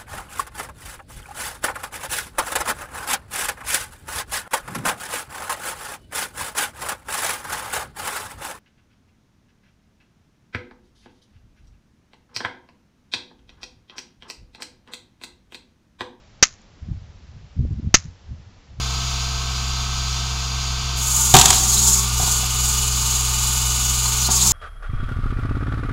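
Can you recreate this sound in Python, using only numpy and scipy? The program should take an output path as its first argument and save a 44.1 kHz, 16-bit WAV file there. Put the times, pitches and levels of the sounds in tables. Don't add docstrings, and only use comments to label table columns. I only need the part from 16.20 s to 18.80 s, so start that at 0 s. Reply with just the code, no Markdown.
import sys
import numpy as np
from scipy import signal
from scipy.fft import rfft, irfft, next_fast_len
from scipy.io import wavfile
from scipy.ndimage import uniform_filter1d, map_coordinates

SR = 44100
rng = np.random.default_rng(int(sys.argv[2]) if len(sys.argv) > 2 else 0)


def level_to_linear(level):
    exponent = np.asarray(level, float) / 20
    return 10 ** exponent


def digitize_waveform(pressure):
    field = np.atleast_2d(pressure).T
    bounded = np.clip(field, -1, 1)
    quanta = np.round(bounded * 32767).astype(np.int16)
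    wavfile.write(sys.argv[1], SR, quanta)


N = 114660


def unit(x):
    return x / np.sqrt(np.mean(x ** 2) + 1e-20)


def along(points, hz):
    f, value = np.transpose(points)
    return np.interp(np.log(hz + 1), np.log(f + 1), value)


def wobble(rate):
    position = np.arange(N) * rate / SR
    return map_coordinates(rng.standard_normal(200), [position])


def filtered(x, response):
    padded = next_fast_len(len(x) + 8192)
    spectrum = rfft(x, padded) * response(np.fft.rfftfreq(padded, 1 / SR))
    return irfft(spectrum, padded)[:len(x)]


def noise(spectrum, size=N):
    white = rng.standard_normal(size)
    return unit(filtered(white, lambda hz: level_to_linear(along(spectrum, hz))))


def fade(t, t60, start=0):
    return (t >= start) * level_to_linear(-60 * np.abs(t - start) / t60)


def evened(x, span_s):
    evenness = 0.7
    power = uniform_filter1d(np.abs(signal.hilbert(x)) ** 2, max(int(span_s * SR), 1))
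    return unit(x / (np.abs(power) + .02) ** (evenness / 2))


def clipped(x, top, knee):
    return x / (1 + np.abs(x / top) ** knee) ** (1 / knee)


def hiss():
    # f/Hz, relative level/dB
    hiss_colour = [(90, -40), (150, -4), (250, -8.5), (400, -6), (700, -7), (1100, -10.5), (5500, -16),
                   (7600, -23.5), (9900, -60), (16800, -120)]
    return level_to_linear(-57) * noise(hiss_colour)


def deep_rumble():
    # f/Hz, relative level/dB
    deep_colour = [(10, -27.5), (22, 1), (40, -3), (60, -14.5), (90, -120)]
    return level_to_linear(-56.5) * noise(deep_colour)


def gusts():
    # t/s, rumble level/dB, edge level/dB
    gust_levels = [(0.0, -54, -63), (0.184, -54, -62.5), (0.21, -56, -56), (0.27, -66, -54.5),
                   (0.314, -47, -67), (0.412, -65.5, -57.5), (0.528, -50, -69.5), (0.58, -56, -54.5),
                   (0.6, -63.5, -61.5), (0.608, -55.5, -65), (0.628, -29.5, -51), (0.656, -43, -55),
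                   (0.68, -30.5, -48), (0.726, -29.5, -43.5), (0.756, -35, -57), (0.776, -29, -52.5),
                   (0.796, -48, -65.5), (0.826, -34, -49), (0.848, -43, -72), (0.866, -49, -57),
                   (0.902, -39, -63.5), (0.926, -55, -60.5), (0.958, -40, -66.5), (1.01, -57.5, -57),
                   (1.042, -38, -51.5), (1.072, -60, -73), (1.086, -40.5, -63), (1.138, -46.5, -62),
                   (1.168, -36.5, -52), (1.202, -46.5, -61.5), (1.248, -40.5, -58.5), (1.3, -58, -64),
                   (1.32, -42.5, -63), (1.352, -55, -66), (1.366, -28, -38), (1.385, -29.5, -37),
                   (1.4, -20, -31.5), (1.43, -25.5, -29.5), (1.455, -18.5, -36), (1.47, -29.5, -44),
                   (1.492, -27.5, -47), (1.501, -43, -58), (1.51, -23.5, -33), (1.535, -22.5, -33),
                   (1.549, -39.5, -49), (1.56, -29, -46.5), (1.598, -28, -30.5), (1.608, -45, -59),
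                   (1.62, -48, -52), (1.63, -28.5, -39), (1.648, -27.5, -32), (1.66, -26.5, -45),
                   (1.675, -23, -35), (1.69, -30, -35), (1.708, -40, -57), (1.725, -38, -55),
                   (1.79, -31.5, -62), (1.818, -47.5, -70), (1.856, -36, -51), (1.884, -34.5, -56),
                   (1.998, -59, -66), (2.028, -47.5, -62), (2.064, -46.5, -68), (2.116, -27.5, -40.5),
                   (2.162, -42, -63), (2.19, -39, -53), (2.254, -51.5, -73), (2.274, -40, -61.5),
                   (2.302, -55.5, -57.5), (2.386, -50, -63), (2.418, -70.5, -61.5), (2.438, -51, -58.5),
                   (2.452, -58.5, -64.5), (2.52, -40, -54.5), (2.554, -44.5, -77.5), (2.6, -35.5, -51.5)]
    # f/Hz, relative level/dB
    rumble_colour = [(12, -41), (20, -13.5), (45, -5), (75, 3), (100, -1), (145, -7.5), (175, -14.5),
                     (230, -37.5), (370, -120)]
    # f/Hz, relative level/dB
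    edge_colour = [(90, -120), (130, -10.5), (200, 5.5), (300, -7), (420, -24), (700, -50), (1000, -120)]
    s, rumble_db, edge_db = np.transpose(gust_levels)
    t = np.arange(N) / SR
    rumble = evened(noise(rumble_colour), span_s=.012)
    lumps = level_to_linear(2.5 * wobble(45))
    edge = unit(lumps * evened(noise(edge_colour), span_s=.008))
    return level_to_linear(np.interp(t, s, rumble_db)) * rumble + level_to_linear(np.interp(t, s, edge_db)) * edge


def thumps():
    # t/s of the middle, level of the sine before the bell/dB, f/Hz
    buffets = [(.688, -23.5, 167), (0.717, -18, 111), (1.3954, -8, 97.3), (1.411, -10, 108),
               (1.452, -28, 375), (1.51, -24, 146), (1.598, -19.5, 196), (1.647, -26, 200),
               (1.675, -17.5, 118), (1.857, -27, 142), (2.114, -28.5, 158), (2.591, -28, 109)]
    bell_cycles = 0.36
    t = np.arange(N) / SR
    out = np.zeros(N)
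    for middle, db, hz in buffets:
        phase = 2 * np.pi * hz * (t - middle)
        bell = np.exp(-(phase / (2 * np.pi * bell_cycles)) ** 2 / 2)
        out += level_to_linear(db) * np.sin(phase) * bell
    return out


def ticks():
    # t/s, peak level/dB
    tick_list = [(0.417, -46.5), (1.5304, -52.5)]
    tick_hz, tick_t60 = 7000, .012
    t = np.arange(N) / SR
    tone = np.sin(2 * np.pi * tick_hz * t)
    return sum(level_to_linear(db) * fade(t, tick_t60, s) * tone for s, db in tick_list)


def scattered(t):
    # delay t/s, level relative to the spark/dB
    echo_list = [(0.0284, -15), (.0433, -29), (.0456, -29), (.0545, -32), (.060, -34.5), (.0657, -36.5),
                 (.083, -37), (.101, -38.5), (.114, -39.5)]
    # f/Hz, relative level/dB
    snap_colour = [(88, -38), (150, -33), (1150, -12), (1470, -6), (1880, -8.5), (2190, -9), (2940, -10),
                   (3760, -13), (4970, -5), (6260, 0.5), (7620, -17), (9910, -32.5), (16800, -120)]
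    # f/Hz, relative level/dB
    far_colour = [(290, -52), (500, -17.5), (968, -13), (1100, -3.5), (1940, -0.5), (3470, -7), (6650, 3.5),
                  (7620, -8.5), (9910, -35.5), (16800, -120)]
    near_db, near_rise_s, near_t60, near_end_s = 5.5, 0.00029, .07, .0152
    mesh_db, mesh_t60 = -19, 0.067
    field_db, field_t60 = -34, 0.33
    echo_t60, click_db = 0.0027, -1

    build_up = 1 - np.exp(-t / near_rise_s)
    cut_off = 1 / (1 + np.exp((t - near_end_s) / .0004))
    near = level_to_linear(near_db) * build_up * fade(t, near_t60) * cut_off
    mesh = level_to_linear(mesh_db) * fade(t, mesh_t60, near_end_s)
    field = level_to_linear(field_db) * fade(t, field_t60)
    tails = sum(level_to_linear(db) * fade(t, echo_t60, s) for s, db in echo_list)

    def colour(hz):
        return level_to_linear(along(far_colour, hz))

    impulses = sum(level_to_linear(db) * (np.arange(len(t)) == round(s * SR)) for s, db in echo_list)
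    click_peak = filtered(1. * (t == 0), colour)[0]
    clicks = level_to_linear(click_db) * filtered(impulses, colour) / click_peak
    near_sound = near * noise(snap_colour, size=len(t))
    far_sound = (mesh + field + tails) * noise(far_colour, size=len(t))
    return near_sound + far_sound + clicks


def microphone_push(t, push_db, length, back_db):
    push_after_s, recover_s = 0.00076, 0.011
    part = np.clip((t - push_after_s) / length, 0, 1)
    shove = np.sqrt(np.abs(np.sin(np.pi * part))) * (part < 1)
    v = t / recover_s
    swing_back = v ** 2 * np.exp(2 - 2 * v)
    return level_to_linear(push_db) * shove - level_to_linear(back_db) * swing_back


def sparks():
    # t/s, strength/dB, low push level/dB, push direction (+1 or -1),
    # push length/s, swing back level/dB
    spark_list = [(.2261, -2, -2, 1, .0012, -36), (1.7417, -2, 2, -1, .0022, -21)]
    same = 0.91
    t = np.arange(SR // 2) / SR
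    out = np.zeros(N + SR)
    shared = scattered(t)
    for s, db, push_db, direction, length, back_db in spark_list:
        snap = same * shared + np.sqrt(1 - same ** 2) * scattered(t)
        push = np.sign(direction) * microphone_push(t, push_db, length, back_db)
        out[round(s * SR):][:len(t)] += level_to_linear(db) * snap + push
    return out[:N]


def scene():
    wind = gusts() + thumps()
    return (hiss() + deep_rumble() + wind + ticks() + sparks())[None]


def top_cut(x):
    return signal.sosfilt(signal.butter(12, 18000, fs=SR, output="sos"), x)


def record(dry):
    band_hz, band_width_hz = 7700, 150
    top_hz = 16000
    x = clipped(dry[0], top=0.99, knee=2.06)
    x = filtered(x, lambda hz: 1 / (1 + np.exp(np.clip((hz - band_hz) / band_width_hz, -50, 50))))
    x = clipped(x, top=.99, knee=20)
    x = filtered(x, lambda hz: 1 / (1 + (hz / top_hz) ** 60))
    return top_cut(x[None])


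dry = scene()
out = record(dry)
digitize_waveform(out)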